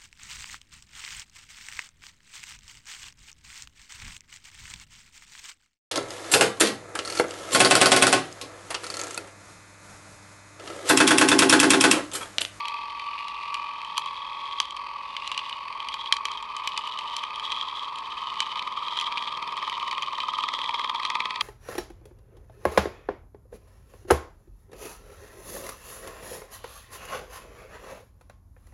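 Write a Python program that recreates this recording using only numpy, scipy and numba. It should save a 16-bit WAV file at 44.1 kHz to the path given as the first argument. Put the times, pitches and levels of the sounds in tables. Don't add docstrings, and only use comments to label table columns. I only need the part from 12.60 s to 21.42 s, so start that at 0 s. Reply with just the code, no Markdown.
import sys
import numpy as np
from scipy import signal
from scipy.fft import rfft, irfft
from scipy.io import wavfile
from scipy.ndimage import uniform_filter1d, map_coordinates
from numba import njit

SR = 44100
rng = np.random.default_rng(int(sys.argv[2]) if len(sys.argv) > 2 else 0)


def wav_out(sig):
    wavfile.write(sys.argv[1], SR, np.round(np.clip(np.atleast_2d(sig).T, -1, 1) * 32767).astype(np.int16))


N = 388962
TIME = np.arange(N) / SR


def undb(db):
    return 10 ** (np.asarray(db) / 20)


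def unit(x):
    return x / np.sqrt(np.mean(x ** 2))


def curves(table):
    s, *columns = np.transpose(table)
    return [np.interp(TIME, s, column) for column in columns]


def swell(at_s, width_s):
    return np.exp(-.5 * ((TIME - at_s) / width_s) ** 2)


def walk(rate):
    knots = rng.standard_normal(int(N / SR * rate) + 2)
    return map_coordinates(knots, [TIME * rate], order=3, mode="nearest")


def fade(t, t60):
    return np.exp(-np.log(1000) * t / t60)


def colour(x, points, size=4096):
    hz, db = np.transpose(points)
    log_hz = np.log(np.fft.rfftfreq(size, 1 / SR) + 1)
    log_gain = np.log(undb(np.interp(log_hz, np.log(hz), db)))
    cepstrum = irfft(log_gain)
    cepstrum[1:size // 2] *= 2
    cepstrum[size // 2 + 1:] = 0
    response = irfft(np.exp(rfft(cepstrum)))
    return signal.fftconvolve(x, response / np.linalg.norm(response))[:len(x)]


def resonance(x, hz, width_hz):
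    return signal.lfilter(*signal.iirpeak(hz, hz / width_hz, fs=SR), x)


@njit
def moving_resonance(x, hz, width_hz):
    y, band, low = np.empty(len(x)), 0., 0.
    for i in range(len(x)):
        g, k = np.tan(np.pi * hz[i] / SR), width_hz / hz[i]
        v = (band + g * (x[i] - low)) / (1 + g * (g + k))
        band, low, y[i] = 2 * v - band, low + 2 * g * v, k * v
    return y


def grit(per_s, spread_db):
    hardness = np.minimum(rng.exponential(size=N), 4)
    contacts = rng.random(N) < per_s / SR
    return unit(contacts * rng.standard_normal(N) * undb(spread_db * hardness))


# (frequency [Hz], relative level [dB])
AIR_COLOUR = [(20, -35), (35, -8), (48, 2), (75, -5.5), (160, -8.5), (400, -11.5), (1000, -5.5),
              (4000, -17.5), (12000, -61)]
AIR_DB = -56.5


def room_tone():
    return undb(AIR_DB) * colour(rng.standard_normal(N), AIR_COLOUR)


def room(x, wet_db=-17, t60=0.066, size=12000):
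    t = np.arange(size) / SR
    tail = colour(rng.standard_normal(size) * fade(t, t60) * (t > .012), [(3000, -12.0), (10000, -11.5)])
    return x + undb(wet_db) * signal.fftconvolve(x, tail / np.linalg.norm(tail))[:N]


# (time [s], sag of the ring [Hz])
BEHIND = [(.76, 530), (2.7, 493), (4.25, 314), (5.82, 278), (7.28, 280)]
RING_HZ, BEHIND_WIDTH_S = 3276, 0.3


def ring_hz():
    return RING_HZ - sum(sag_hz * swell(s, BEHIND_WIDTH_S) for s, sag_hz in BEHIND)


def glance(x, share=0.11, cycles=4.47):
    lag = cycles * SR / ring_hz()
    return x - share * map_coordinates(x, [np.arange(N) - lag], order=3)


# (time [s], level [dB], half length [s])
RUBS = [(0.123, -49.5, 0.23), (0.744, -47.5, 0.29), (1.54, -43.5, 0.18), (1.966, -41, 0.089),
        (2.753, -42, 0.14), (3.33, -43, 0.076), (3.442, -35.5, 0.022), (3.753, -40.5, 0.041),
        (4.272, -40, 0.17), (4.567, -39, 0.056), (4.947, -34, 0.087), (5.202, -37, 0.041),
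        (5.774, -39.5, 0.2), (6.23, -38.5, 0.04), (6.402, -32, 0.047), (6.637, -39.5, 0.084),
        (7.144, -40, 0.14), (7.988, -37, 0.31), (8.416, -48, 0.13)]
ROLL_DB = -68


def roll_gain():
    rub_power = sum(undb(db) ** 2 * swell(s, width_s) for s, db, width_s in RUBS)
    return np.sqrt(undb(ROLL_DB) ** 2 + rub_power)


# (frequency [Hz], relative level [dB])
RUMBLE = [(1200, -28.5), (2000, 3), (2500, -18), (2750, -5), (3200, 0.5), (3650, 1), (3950, 1),
          (4250, -9.5), (4500, -5), (5300, -10.5), (6300, -14.5), (7600, -18.5), (8500, -21),
          (12000, -28.5)]


def rolling(chatter_db=7, ring_db=10, ring_width_hz=200, skip_db=3.5, skip_size=400,
            chatter_hz=3400, chatter_width_hz=2200):
    skip = uniform_filter1d(rng.standard_normal(N), size=skip_size)
    skip = unit(uniform_filter1d(skip, size=skip_size))
    chatter = unit(resonance(colour(grit(600, 2.35), RUMBLE), chatter_hz, chatter_width_hz))
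    grind = colour(grit(3000, 1.0), RUMBLE)
    contacts = glance(undb(skip_db * skip) * (grind + undb(chatter_db) * chatter))
    sound = contacts + undb(ring_db) * moving_resonance(contacts, ring_hz(), float(ring_width_hz))
    return sound / np.sqrt(uniform_filter1d(sound ** 2, size=4400))


# (frequency [Hz], relative level [dB], t60 [s])
CLACK_MODES = [(1123, -17.5, 0.08), (2050, -17.5, 0.025), (2427, -6, 0.019), (2650, -21, 0.018),
               (3040, -3, 0.022), (3248, -4, 0.011), (4006, -11.5, 0.025), (4620, -15.5, 0.018),
               (5360, -16, 0.0025), (5770, -15, 0.0052), (7180, -17.5, 0.0071), (8330, -33, 0.014),
               (8900, -22, 0.01), (10570, -23.5, 0.0049)]
# (frequency [Hz], relative level [dB])
CRACK = [(60, -59), (300, -41), (1400, -12.5), (2000, 4), (2800, 6.5), (3500, 10.5), (5200, 2), (7000, -7),
         (9000, -17), (10800, -19.5), (12000, -30)]
# (time [s], click peak [dB], mirror thud [dB], brightness [dB])
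KNOCKS = [(.0549, -16, -3, -27), (.0825, -16.5, -8, -20), (.683, -17, -14, -19), (.9432, -12, -22, -17.5),
          (1.2479, -22.5, -10, -19), (1.3712, -14, -20, -22), (1.3792, -4.5, 6, -10), (1.459, -20, -5, -21),
          (2.0017, -1.5, -6.5, -12), (2.0544, -22, -13, -23), (2.1076, -19.5, -21, -17),
          (2.166, -20.5, -12, -12), (2.5664, -12, -12, -25), (2.676, -12, -7, -12), (2.7165, -11.5, 4, -12),
          (2.777, -10, -6, -16), (2.7919, -14.5, -8, -42), (2.8955, -18.5, -15, -17),
          (2.9274, -14.5, -10, -35), (3.2028, -16, -3, -34), (3.2865, -13.5, -27, -27),
          (3.3413, -13.5, 1, -20), (3.4595, -17, -8, -32), (3.5245, 2.5, -26, -16), (3.5672, -14, -13, -24),
          (3.6538, -10, -21, -19), (3.7164, -18.5, -9, -18), (3.826, -24, -6, -16), (3.966, -16, -14, -12),
          (4.0746, -9, -13, -19.5), (4.1761, -10, 2, -19), (4.2745, -16, 10, -21), (4.3886, -17, -24, -30),
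          (4.5661, -11.5, -19, -13), (4.637, -14, 11, -30), (4.7584, -19.5, -7, -19),
          (4.797, -17, -10, -25), (4.8955, -26, -12, -38), (4.9197, -12.5, -26, -27),
          (4.9633, -19, -12, -35), (5.0118, -18.5, -9, -41), (5.3582, -18.5, -4, -18),
          (5.386, -23, -10, -11), (5.8042, -3.5, -10, -19.5), (5.8257, -19, 18, -44),
          (5.8656, -19, -15, -29), (5.917, -18, -7, -27), (5.9573, -16, 11, -38), (5.9937, -12, -13, -35),
          (6.283, -17, -8, -35), (6.36, -26, -9, -38), (6.3741, -10.5, -7, -24), (6.3985, -16, -5, -22),
          (6.412, -11, 3, -16), (6.4677, -23, -10, -21), (6.5791, -13.5, -6, -37), (6.683, -18, -5, -40),
          (6.9684, -22, -12, -4), (7.0976, -14, -2, -16), (7.312, -15.5, -1, -23), (7.423, -13, -3, -24),
          (7.6027, -11, -19, -35), (7.8071, -17, 8, -27), (7.826, -21, -8, -22), (8.0161, -14, -4, -28),
          (8.109, -22, -10, -34), (8.215, -20, -8, -39), (8.4321, -14, -13, -27), (8.4511, -12.5, -11, -25),
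          (8.4622, -15, -6, -29), (8.8093, -8, -18, -14)]
USUAL_BRIGHT_DB = -25.5
TAIL_T60_S = .11


def knocks(rows, crack_db=-7, crack_t60=0.014, tail_db=-23, thud_db=-10, thud_lag_s=0.000953, detune=0.017,
           weight_db=2, orbit_db=-4, orbit_t60=0.024, bright=0.63, size=4096):
    out, t = np.zeros(N + size), np.arange(size) / SR
    hz, db, t60 = np.transpose(CLACK_MODES)[:, :, None]
    push = np.interp(t - thud_lag_s, [-1 / SR, 0, 1 / SR], [0, 1, 0])
    thud = colour(push, MIRROR)
    thud = thud / np.abs(thud).max()
    crack_shape = fade(t, crack_t60) + undb(tail_db) * fade(t, TAIL_T60_S)
    orbit_hz = ring_hz()
    for s, peak_db, mirror_db, bright_db in rows:
        start = int(s * SR)
        pitch, weight = rng.standard_normal((2, len(hz), 1))
        strength = undb(db + weight_db * weight) * np.sign(weight)
        ring = np.sum(strength * fade(t, t60) * np.sin(2 * np.pi * hz * (1 + detune * pitch) * t), axis=0)
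        ring = ring + undb(orbit_db) * fade(t, orbit_t60) * np.sin(2 * np.pi * orbit_hz[start] * t)
        crack = colour(rng.standard_normal(size) * crack_shape, CRACK)
        treble_db = bright * (bright_db - USUAL_BRIGHT_DB)
        click = colour(ring + undb(crack_db) * crack,
                       [(150, -12.0), (1200, 0.5), (3500, 2.5), (7500, treble_db)])
        sound = click / np.abs(click).max() + undb(thud_db + .5 * mirror_db) * thud
        out[start:start + size] += undb(peak_db) * sound
    return glance(out[:N])


SWAY_HZ, SWAY_RISE_HZ_PER_S, SWAY_AT_S = 2.2, .035, .07


def sway():
    swing_hz = SWAY_HZ + .5 * SWAY_RISE_HZ_PER_S * TIME
    return np.cos(2 * np.pi * swing_hz * (TIME - SWAY_AT_S))


# (time [s], speed before jolts and sway [turns/s])
SPIN = [(0, 21.81), (3.5, 20.93), (5.4, 20.41), (6.3, 20.255), (8.82, 19.625)]
# (time [s], speed lost [turns/s])
JOLTS = [(1.379, .16), (2.002, .079), (3.524, 0)]
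SWAY_SPIN_SHARE = .0013


def spin():
    lost = sum(loss * (TIME > s) for s, loss in JOLTS)
    return (curves(SPIN)[0] - lost) * (1 + SWAY_SPIN_SHARE * sway())


# (settling time [s], level change as the tip is unloaded [dB])
RECOVERY = [(0.22, 1), (0.19, -5.5), (1.5, 0)]
DIP_AFTER_S, DIP_WIDTH_S = 0.095, 0.032
SETTLED_LIKENESS, JOLTED_LIKENESS = .95, .1


def settling():
    likeness, dip_db = np.full(N, SETTLED_LIKENESS), 0
    for (s, _), (settle_s, depth_db) in zip(JOLTS, RECOVERY):
        upset = np.exp(-np.maximum(TIME - s, 0) / settle_s)
        recovering = SETTLED_LIKENESS + (JOLTED_LIKENESS - SETTLED_LIKENESS) * upset
        likeness = np.where(TIME > s, recovering, likeness)
        dip_db = dip_db + depth_db * swell(s + DIP_AFTER_S, DIP_WIDTH_S)
    return np.clip(likeness, 0, 1), dip_db


def per_turn(turns):
    turn = (np.round(turns) - np.round(turns[0])).astype(int)
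    return rng.standard_normal(turn[-1] + 1)[turn]


def tip_track(turns, likeness, size=2048):
    turns = turns - np.floor(turns[0])
    rows = rng.standard_normal((int(turns[-1]) + 2, size))
    keep = np.clip(np.interp(np.arange(len(rows)), turns, likeness), 0, 1)
    for k in range(1, len(rows)):
        rows[k] = keep[k] * rows[k - 1] + np.sqrt(1 - keep[k] ** 2) * rows[k]
    return unit(map_coordinates(rows.ravel(), [turns * size], order=3))


def load_shift():
    return np.interp(TIME, [3, 6.3], [0, 1])


def thumps(turns, place, hz=1015, width_hz=290, lead=0.03492):
    count = np.floor(turns - place + lead)
    push = np.diff(count, prepend=count[0])
    ring = resonance(resonance(resonance(push, hz, width_hz), hz, width_hz), hz, 2 * width_hz)
    return ring / np.abs(ring).max()


# (place in the turn [0-1], level upright [dB], level leaning [dB])
FACETS = [(.88, 0, -1.5), (.41, 0, -13.5), (.66, -9, -7), (.32, -7, -6), (.15, -23, -7.5),
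          (0.98, -7.5, -24)]


def facets(turns, upright_hz=935, upright_width_hz=220, upright_level_db=-4):
    leaning = load_shift()
    upright = sum(undb(db + upright_level_db) * thumps(turns, place, upright_hz, upright_width_hz)
                  for place, db, _ in FACETS)
    tilted = sum(undb(db) * thumps(turns, place) for place, _, db in FACETS)
    return np.sqrt(1 - leaning) * upright + np.sqrt(leaning) * tilted


def pressure(turns, width, between_db):
    leaning, load = load_shift(), undb(between_db)
    for place, upright_db, tilted_db in FACETS:
        gain = undb(upright_db + (tilted_db - upright_db) * leaning)
        off = (turns - place + .5) % 1 - .5
        load = load + gain * np.exp(-.5 * (off / width) ** 2)
    return load


PLATE_LOW_HZ, PLATE_HIGH_HZ = 860, 1310


def plate(x):
    band = signal.butter(3, [PLATE_LOW_HZ, PLATE_HIGH_HZ], "bandpass", fs=SR, output="sos")
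    return signal.sosfilt(band, x)


# (from time [s], high mode [x spin], low mode [x spin])
LOCK = [(0, 53, 19), (1.38, 53, 26), (2.0, 54, 26), (3.53, 55, 20), (3.9, 56, 20)]


def locked_line(axis):
    table = np.transpose(LOCK)
    multiple = table[axis][np.searchsorted(table[0], TIME, side="right") - 1]
    return np.sin(2 * np.pi * np.cumsum(multiple * spin()) / SR)


def undertone(level_db=-63):
    return undb(level_db) * locked_line(axis=2)


HALO_HZ, HALO_WIDTH_HZ, HALO_DB = 1144, 63, -11
SING_BETWEEN_DB = -3


def sing(turns, lead=-.01, swing_db=5):
    load = unit(pressure(turns + lead, width=.07, between_db=SING_BETWEEN_DB))
    halo = resonance(rng.standard_normal(N), HALO_HZ, HALO_WIDTH_HZ)
    halo = resonance(halo, HALO_HZ, HALO_WIDTH_HZ)
    halo = unit(halo * undb(swing_db * sway()))
    return unit(load * (locked_line(axis=1) + undb(HALO_DB) * halo))


# (frequency [Hz], relative level [dB])
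MIRROR = [(30, -75), (150, -44.5), (420, -32), (700, -34.5), (810, -26.5), (885, -2), (980, 1), (1060, 1),
          (1140, 2.5), (1235, -2.5), (1300, -10.5), (1390, -35), (1700, -20.5), (3000, -66.5)]
# (frequency [Hz], relative level [dB])
DRONE = [(60, -22.5), (260, -6.5), (330, -12), (410, -3), (480, -6.5), (540, -5), (620, -4), (700, -4),
         (800, -9), (1000, -3), (2000, -60.5)]
DRONE_LIKENESS = .96


def hum(turns, likeness, lead=0.071, drone_db=-20, upper_hz=1235, upper_width_hz=70, upper_db=-1):
    load = pressure(turns + lead, width=0.038, between_db=-4.5)
    glass = colour(tip_track(turns, likeness) * load, MIRROR)
    stirred = undb(upper_db) * np.interp(TIME, [3.5, 4.3], [0, 1])
    glass = glass + stirred * resonance(glass, upper_hz, upper_width_hz)
    glass = glass / np.sqrt(uniform_filter1d(glass ** 2, size=4200))
    drone = colour(tip_track(turns, np.full(N, DRONE_LIKENESS)), DRONE)
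    return glass + undb(drone_db) * drone


# (frequency [Hz], relative level [dB])
SCRAPE = [(900, -36.5), (1500, -15.5), (2050, 2.5), (2300, 1), (2420, 4.5), (2600, 4.5), (2800, -5.5),
          (3170, -7), (3500, -9.5), (4200, -5), (4480, 0.5), (4900, -10), (6000, -19), (7400, -29),
          (9000, -25), (12000, -35.5)]
# (centre [Hz], width [Hz], drift [Hz], mean level [dB])
WHINES = [(2299, 51, 31, 1), (2520, 200, 70, 0)]
WHINE_FADE_DB = 2
SYMPATHY_DB, SYMPATHY_WIDTH_HZ = 8, 200


def scrape(turns, likeness, grit_db=-3):
    load = pressure(turns, width=0.034, between_db=-7)
    scratch = tip_track(turns, 0.92 * likeness) + undb(grit_db) * grit(1200, 10.5)
    scratch = colour(load * scratch, SCRAPE)
    whine = 0
    for hz, width_hz, drift_hz, db in WHINES:
        gain = undb(db + WHINE_FADE_DB * walk(3.015))
        whine = whine + gain * moving_resonance(scratch, hz + drift_hz * walk(3), float(width_hz))
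    sympathy = undb(SYMPATHY_DB) * moving_resonance(scratch, ring_hz(), float(SYMPATHY_WIDTH_HZ))
    return unit(scratch + whine + sympathy)


# (time [s], lean [about 0-1])
LEAN = [(0, 0.25), (4.2, 0.48), (5.7, 0.63), (6.05, 0.84), (6.22, 0.65), (6.53, 0.88), (7.2, 0.83),
        (7.38, 0.89), (7.5, 0.76), (7.93, 0.97), (8.07, 0.84), (8.16, 0.96), (8.3, 0.94), (8.39, 0.84),
        (8.5, 1), (8.57, 1.03), (8.72, 0.94), (8.82, 0.99)]
NOD_HZ, NOD_AT_S, NOD_DB = 3.9, 7.08, 1


def leaning_db(ends_db):
    nod = np.cos(2 * np.pi * NOD_HZ * (TIME - NOD_AT_S))
    return ends_db[0] + (ends_db[1] - ends_db[0]) * curves(LEAN)[0] + NOD_DB * nod


STRIKE_SCATTER_DB = 3.5


def strike(turns, modes, place=-.002):
    return sum(undb(db + STRIKE_SCATTER_DB * per_turn(turns)) * thumps(turns, place, hz, width_hz)
               for hz, width_hz, db in modes)


# (frequency [Hz], relative level [dB])
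RASP = [(40, -37), (150, -17), (330, -13), (480, -11), (700, -15), (950, -20.5), (1200, 15), (1420, -16),
        (2000, 0), (2450, 0.5), (2800, -22.5), (3300, -2.5), (4100, -7), (4500, -5), (5000, -13.5),
        (7500, -30), (9000, -30), (12000, -37)]
# (centre [Hz], filter width [Hz], relative level [dB])
THUMP_MODES = [(953, 238, -4.5), (1170, 240, -3)]
# (centre [Hz], filter width [Hz], relative level [dB])
STRIKE_MODES = [(370, 60, -44), (474, 54, -45), (560, 550, -24), (2017, 420, -10), (2410, 420, -6.5),
                (3243, 305, -5.5), (3550, 390, -6.5), (3960, 290, -17), (4390, 630, -19), (5240, 270, -25),
                (5200, 2800, -11)]
# (dB upright, dB at full lean)
THUMP_DB, RASP_DB, CLACK_DB = (-41.5, -18.5), (-64, -28.5), (-75.5, -16.5)
THUMP_SCATTER_DB, BUMP_JITTER_TURNS = 1, .01


def bumps(turns, width=0.033, skirt=0.17, skirt_db=-9, early=0.0021):
    landing = turns + BUMP_JITTER_TURNS * per_turn(turns)
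    off = (landing + early + .5) % 1 - .5
    contact = np.exp(-.5 * (off / width) ** 2) + undb(skirt_db) * np.exp(-.5 * (off / skirt) ** 2)
    rasp = undb(leaning_db(RASP_DB)) * colour(contact * tip_track(turns, np.full(N, .7)), RASP)
    thump_gain = undb(leaning_db(THUMP_DB) + THUMP_SCATTER_DB * per_turn(turns))
    thump = thump_gain * plate(strike(landing, THUMP_MODES, place=-.015))
    clack = undb(leaning_db(CLACK_DB)) * strike(landing, STRIKE_MODES)
    return rasp + clack + thump


# (time [s], hum level [dB], scrape level [dB])
TIP = [(0, -35, -41.5), (1.0, -34, -43.5), (1.8, -35.5, -45), (2.3, -37, -45), (2.7, -37.5, -44.5),
       (3.4, -36.5, -46), (5.2, -36, -47), (6.3, -36, -47.5), (6.9, -34.5, -44), (8.0, -35, -50.5),
       (8.8, -36, -43)]
# (time [s], share of power [0-1])
PURITY = [(0, 0.72), (1.9, 0.6), (3.4, 0.54), (4.4, 0.1), (5.5, 0.15)]
SWAY_HUM_DB, SWAY_SCRAPE_DB = 0.53, 0.8


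def spinning_top(turns):
    likeness, dip_db = settling()
    hum_db, scrape_db = curves(TIP)
    pure = np.clip(curves(PURITY)[0], 0, 1)
    glass = np.sqrt(1 - pure) * hum(turns, likeness) + np.sqrt(pure) * sing(turns)
    glass = glass + undb(7.5) * plate(facets(turns))
    tip = undb(hum_db + SWAY_HUM_DB * sway()) * glass
    tip = tip + undb(scrape_db + SWAY_SCRAPE_DB * sway()) * scrape(turns, likeness)
    return undb(dip_db) * tip + bumps(turns) + undertone()


BUMP_AT_S = 7.027


def scene():
    turns = np.cumsum(spin()) / SR
    turns = turns - np.interp(BUMP_AT_S, TIME, turns)
    top = spinning_top(turns)
    marble = roll_gain() * rolling()
    clicks = undb(-4.0) * knocks(KNOCKS)
    return (room(top + marble + clicks) + room_tone())[None]


TOP_HZ = 11700


def record(dry):
    return signal.sosfilt(signal.ellip(8, .2, 60, TOP_HZ, fs=SR, output="sos"), dry)


dry = scene()
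out = record(dry)
wav_out(out)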